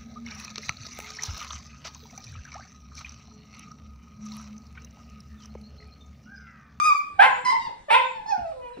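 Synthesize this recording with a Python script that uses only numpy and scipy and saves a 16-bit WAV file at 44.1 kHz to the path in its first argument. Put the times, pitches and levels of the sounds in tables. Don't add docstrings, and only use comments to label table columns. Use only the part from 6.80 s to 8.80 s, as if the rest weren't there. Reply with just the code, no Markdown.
import sys
import numpy as np
from scipy import signal
from scipy.fft import rfft, irfft, next_fast_len
from scipy.io import wavfile
from scipy.ndimage import uniform_filter1d

SR = 44100
rng = np.random.default_rng(int(sys.argv[2]) if len(sys.argv) > 2 else 0)


def field_ratio(decibels):
    return 10 ** (np.asarray(decibels, dtype=float) / 20)


def inscribe(sig):
    pcm = np.round(np.clip(np.atleast_2d(sig).T, -1, 1) * 32767)
    wavfile.write(sys.argv[1], SR, pcm.astype(np.int16))


N = 88200


def evened(x):
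    return x / np.sqrt(np.mean(x ** 2) + 1e-20)


def read(points, hz):
    f, value = np.transpose(points)
    return np.interp(np.log(hz + 1), np.log(f + 1), value)


def add(mix, s, sound):
    part = mix[..., round(s * SR):][..., :sound.shape[-1]]
    part += sound[..., :part.shape[-1]]


def coloured(x, points):
    size = next_fast_len(len(x) + 2048)
    hz = np.fft.rfftfreq(size, 1 / SR)
    low_cut = 1 + (.8 * points[0][0] / (hz + 1)) ** 12
    return irfft(rfft(x, size) * field_ratio(read(points, hz)) / low_cut, size)[:len(x)]


def voice(call, mouth, flutter_db):
    flutter_s, fade_s = .02, .006
    wobble, jitter, shimmer_db = 0.0059, 0.025, 8
    half_from, half_full = .2, .33
    breath_width, breath_tilt_db = 0.51, 8

    s, *curves = np.transpose(call)
    t = np.arange(s[0], s[-1], 1 / SR)
    hz, db, rough, opening = (np.interp(t, s, curve) for curve in curves)
    noise = rng.standard_normal((2, SR // 2))[:, :len(t)]
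    hz = hz * (1 + (wobble + jitter * rough) * evened(uniform_filter1d(noise[0], size=120)))
    turns = np.cumsum(hz) / SR

    k = np.arange(1, 61)[:, None] / 2
    partial_hz = k * hz
    steps = rng.standard_normal((60, 30))
    flutter = np.array([np.interp((t - s[0]) / flutter_s, np.arange(len(row)), row) for row in steps])
    flutter = flutter * ((partial_hz > 1250) | (partial_hz < 560))
    half = np.where(k % 1, np.clip((rough - half_from) / (half_full - half_from), 0, 1), 1)
    heights = field_ratio(read(mouth, partial_hz) + opening * np.log2(k) + flutter_db * flutter)
    heights = heights * (partial_hz < 15500) * half
    folds = (heights * np.cos(2 * np.pi * k * turns + k ** 2 / 2)).sum(0)
    folds = folds / np.sqrt((heights ** 2).sum(0) / 2)
    stumble = np.clip(evened(uniform_filter1d(noise[0, ::-1], size=200)), -2, 1)
    folds = folds * field_ratio(shimmer_db * rough * stumble)

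    airy = [(f, level + breath_tilt_db * np.log2(f / 1000)) for f, level in mouth]
    puffs = evened(coloured((0.14 + np.exp(-(turns % 1) / breath_width)) * noise[1], airy))
    edge = np.minimum(np.minimum(t - s[0], s[-1] - t) / fade_s, 1) ** 2
    return s[0], edge * field_ratio(db) * (np.sqrt(1 - rough ** 2) * folds + rough * puffs)


def whistle(start, length, hz_from, hz_to, db):
    u = np.arange(0, length, 1 / SR) / length
    waver = evened(uniform_filter1d(rng.standard_normal(SR // 4), size=200))[:len(u)]
    hz = hz_from + (hz_to - hz_from) * u ** 3 + 60 * waver
    return start, field_ratio(db) * np.sin(np.pi * u) ** .5 * np.sin(2 * np.pi * np.cumsum(hz) / SR)


def puppies():
    # (time [s], pitch [Hz], level [dB], roughness [0-1], mouth opening [dB/octave])
    yip_1 = [(-.12, 1168, -4.5, 0, 1), (-.08, 1207, -17.5, 0, -3), (.03, 1226, -24, 0.06, 2.5),
             (.065, 1247, -19.5, 0.1, 4), (.088, 1224, -19, 0, 1), (.115, 1159, -12, 0, -5.5),
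             (.132, 1167, -21.5, 0.06, -5.5), (.185, 1164, -34.5, 0, 4.5), (.21, 1234, -91, 0, -8)]
    bark_1 = [(.388, 722.7, -27, 0.06, 8), (.399, 782.2, -5.5, 0.06, -8.5), (.407, 815.6, -13, 0.23, 4.5),
              (.421, 859.8, -10, 0.22, -1.5), (.427, 976.6, -10, 0.37, -3.5),
              (.445, 1039, -16.5, 0.57, 1.5), (.465, 1058, -20.5, 0.29, 4),
              (.52, 993.3, -28.5, 0.15, -18.5), (.6, 988.5, -33, 0.35, -8)]
    yip_2 = [(.645, 1122, -36, 0.12, 13), (.66, 1002, -21.5, 0.13, -0.5), (.69, 1007, -22.5, 0.055, 2),
             (.708, 1071, -21.5, 0.073, 1), (.722, 989.5, -28.5, 0.039, -6.5), (.732, 1031, -44, 0.017, 0),
             (.752, 1016, -33.5, 0.026, 0), (.775, 1017, -41, 0.026, 0.5), (.8, 992, -36, 0.026, -13)]
    bark_2 = [(1.081, 629, -29, 0.01, -19), (1.092, 591.6, -30.5, 0.06, -12),
              (1.103, 586, -26.5, 0.073, -1), (1.108, 421.7, -15, 0.16, -1),
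              (1.123, 457.7, -14.5, 0.2, -0.5), (1.142, 468.2, -13.5, 0.14, 0), (1.152, 520, -13, 0.14, -3),
              (1.178, 514.8, -29, 0.12, 2), (1.28, 507.4, -36.5, 0.14, -4.5)]
    whine_1 = [(1.457, 852, -24, 0.033, -5), (1.472, 858.3, -36, 0.052, 1.5), (1.5, 901.5, -30, 0.1, 0.5),
               (1.527, 814.4, -19, 0.02, -3.5), (1.555, 733.6, -34, 0.013, -0.5),
               (1.61, 696, -39.5, 0.011, -3), (1.67, 651.7, -31.5, 0.0067, -2), (1.71, 627, -56, 0.0094, 6),
               (1.725, 620, -57, 0.025, -16)]
    whine_2 = [(1.715, 634, -40, 0.047, 12), (1.735, 522, -44.5, 0.049, -19.5),
               (1.8, 502.3, -43, 0.028, -7), (1.83, 494.8, -44, 0.0091, 6),
               (1.86, 488.5, -40.5, 0.019, 5.5), (1.9, 479.2, -43, 0.01, 2.5), (1.925, 498, -46, 0.012, 3),
               (1.94, 505, -45.5, 0.0083, -3), (1.965, 470, -50, 0.0047, -12)]
    whimper_1 = [(.72, 928, -21, 0.012, 4.5), (.75, 912, -27, 0.012, -7), (.78, 920, -50, 0.0069, 5),
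                 (.82, 948, -37.5, 0.068, 7), (.855, 951, -31, 0.032, 3), (.875, 857, -38.5, 0.025, 5),
                 (.895, 800, -47, .04, 0)]
    whimper_2 = [(1.2, 965, -21, .02, -7), (1.25, 974.4, -36, .02, -7), (1.3, 950.6, -44, .02, -11),
                 (1.36, 896, -36.5, 0.025, 2.5), (1.41, 844, -41, .02, -1.5), (1.45, 850, -51, .02, 0)]
    # (frequency [Hz], level [dB])
    mouth_yip_1 = [(1200, 8.5), (2450, -4), (3650, -22.5), (4950, -21.5), (6150, -19), (8500, -36),
                   (11000, -33), (15000, -24)]
    mouth_bark_1 = [(500, -16), (780, 8), (1000, 8), (1570, 3.5), (2300, -2), (3700, -18.5), (5900, -45.5),
                    (8200, -46)]
    mouth_yip_2 = [(950, 4.5), (2050, -2), (3050, -21.5), (4200, -23), (5000, -17.5), (7000, -37),
                   (9200, -39), (12500, -48)]
    mouth_bark_2 = [(450, -23), (900, 7), (1250, -11), (1600, -6), (2300, -7), (3900, -22.5), (6300, -47),
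                    (8100, -44)]
    mouth_whine_1 = [(650, 9.5), (850, 1.5), (1400, -12), (1780, -18.5), (2600, -27.5), (3800, -36.5),
                     (5000, -20.5), (9000, -56)]
    mouth_whine_2 = [(490, 0.5), (990, 2.5), (1500, -23.5), (2000, -23.5), (2480, -17.5), (2960, -25.5),
                     (3600, -50), (9000, -92)]
    mouth_whimper = [(850, 13), (950, 11.5), (1900, -12.5), (2800, -16.5), (3750, -15), (4770, -19),
                     (6000, -34), (10000, -50.5)]
    # (left-right [dB], room [dB], wavering of each partial [dB])
    places = [
        (0.5, -1.5, 5),
        (0.5, -4.5, 2.5),
        (0.5, 1.4, 1.5),
        (0.6, -2.5, 5),
        (0.5, -4, 8.5),
        (0, -5.5, 1),
        (1.5, -1, 1),
        (6.5, -3, 2.5),
    ]
    # (start [s], length [s], start pitch [Hz], end pitch [Hz], level [dB])
    whistles = [
        (0.437, 0.19, 6940, 7750, -53),
        (0.764, 0.058, 7430, 7400, -61),
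        (1.218, 0.11, 6950, 7810, -57.5),
        (1.932, 0.028, 4035, 3700, -57),
    ]

    calls = [(yip_1, mouth_yip_1), (bark_1, mouth_bark_1), (yip_2, mouth_yip_2), (bark_2, mouth_bark_2),
             (whine_1, mouth_whine_1), (whine_2, mouth_whine_2),
             (whimper_1, mouth_whimper), (whimper_2, mouth_whimper)]
    sounds = [voice(call, mouth, place[2]) for (call, mouth), place in zip(calls, places)]
    sounds += [whistle(*row) for row in whistles]
    spots = list(places) + [(0.016, 0.045, 0)] * len(whistles)

    lead_s = .15
    lead = round(lead_s * SR)
    mix = np.zeros((2, N + lead))
    for (s, sound), (pan_db, room_db, _) in zip(sounds, spots):
        direct = np.pad(sound, (0, SR))
        sides = field_ratio(np.array([[.5], [-.5]]) * pan_db)
        add(mix, s + lead_s, (direct + field_ratio(room_db) * room(direct)) * sides)
    return mix[:, lead:]


def thump(start, db, hz, t60):
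    t = np.arange(SR // 3) / SR
    colour = [(hz / 2, -12), (hz, 0), (hz * 2, -10), (hz * 8, -35), (16000, -70)]
    body = evened(coloured(rng.standard_normal(len(t)), colour))
    return start, field_ratio(db - 60 * t / t60) * np.minimum(t / 0.0013, 1) ** 2 * body


def paws():
    # (time [s], level [dB], pitch [Hz], t60 [s])
    thumps = [(0.34, -48, 62, 0.51), (0.885, -46.5, 555, 0.41), (1.39, -58.5, 44.4, 0.31),
              (0.638, -50.5, 210, 0.66), (0.866, -44, 96, 0.16), (1.002, -57.5, 44.4, 0.54),
              (1.578, -44, 215, 0.19), (1.58, -44.5, 61.6, 0.68), (1.679, -65, 96, 0.074),
              (1.771, -52.5, 45, 1), (1.969, -42.5, 286, 1), (1.968, -48.5, 694, 0.13)]
    floor = np.zeros(N)
    for row in thumps:
        add(floor, *thump(*row))
    return floor + field_ratio(-14) * room(floor)


def room(x):
    # (frequency [Hz], t60 [s])
    ring = [(250, 0.9), (600, 0.38), (1200, 0.42), (2500, 0.5), (5000, 0.43), (10000, 0.21)]
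    # (frequency [Hz], level [dB])
    echo_colour = [(250, -59), (500, 4.5), (760, -0.5), (1000, -4), (2200, -5), (5000, -6), (10000, -4)]
    gap_s, share = 0.0046, 0.21

    taps = np.zeros((2, SR))
    at = np.arange(0, SR - 20, 20) + rng.integers(0, 20, (2, (SR - 1) // 20))
    np.put_along_axis(taps, at, rng.choice([-1., 1.], at.shape), 1)
    taps[1] = share * taps[0] + np.sqrt(1 - share ** 2) * taps[1]
    hz, t, z = signal.stft(taps, SR, nperseg=512)
    decay_db = read(echo_colour, hz)[:, None] - 60 * t / read(ring, hz)[:, None]
    tail = signal.istft(z * field_ratio(decay_db), SR, nperseg=512)[1]
    tail = tail / np.linalg.norm(tail, axis=1, keepdims=True)
    tail = np.pad(tail, ((0, 0), (round(gap_s * SR), 0)))
    return signal.fftconvolve(x[None], tail, axes=1)[:, :len(x)]


def hum():
    # (frequency [Hz], level [dB])
    house = [(30, 1), (60, -4.5), (230, -4), (500, -10), (1500, -14), (4000, -21), (8000, -31),
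             (13000, -34)]
    # (frequency [Hz], left-right likeness [0-1])
    likeness = [(40, .97), (150, .92), (300, .5), (1000, .4), (10000, .6)]
    frames, hz = N // 256 + 5, np.fft.rfftfreq(1024, 1 / SR)
    a, b, c, d, patches = rng.standard_normal((frames, 513, 5)).T
    patches = uniform_filter1d(patches, size=8, axis=0)
    patches = evened(uniform_filter1d(patches, size=12, axis=1))
    same = read(likeness, hz)[:, None]
    left = a + 1j * b
    right = same * left + np.sqrt(1 - same ** 2) * (c + 1j * d)
    z = np.array([left, right]) * field_ratio(read(house, hz)[:, None] + 3.5 * patches)
    return field_ratio(-55.5) * evened(signal.istft(z, nperseg=1024, noverlap=768)[1][:, :N])


def scene():
    return puppies() + paws() + hum()


def top_cut(x):
    return signal.sosfilt(signal.butter(12, 12310, fs=SR, output="sos"), x)


def record(dry):
    # (frequency [Hz], left lead [rad])
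    port_phase = [(250, 0), (500, -1.8), (770, -1.9), (900, -4.2), (1700, -5.2), (5300, -5.3), (8500, -2.1),
                  (10500, 0)]
    # (frequency [Hz], left-right [dB])
    port_balance = [(300, 2), (550, 2), (800, -7), (1000, -1.5), (2100, 3), (3200, -1.5), (4000, -0.5),
                    (8000, -1.5)]
    # (frequency [Hz], level [dB])
    scene_treble = [(6800, -0.5), (8200, 7), (9300, -4.5), (11000, -3), (12500, -16.5)]
    size = next_fast_len(N + 4096)
    hz = np.fft.rfftfreq(size, 1 / SR)
    sides = np.array([[.5], [-.5]])
    turn = np.exp(1j * read(port_phase, hz) * sides)
    turn = turn * field_ratio(read(scene_treble, hz) + read(port_balance, hz) * sides)
    x = irfft(rfft(dry, size) * turn, size)[:, :N]

    knee, ceiling = .7, .95
    over = np.maximum(abs(x) - knee, 0)
    bent = (ceiling - knee) * np.tanh(over / (ceiling - knee))
    return top_cut(x - np.sign(x) * (over - bent))


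dry = scene()
out = record(dry)
inscribe(out)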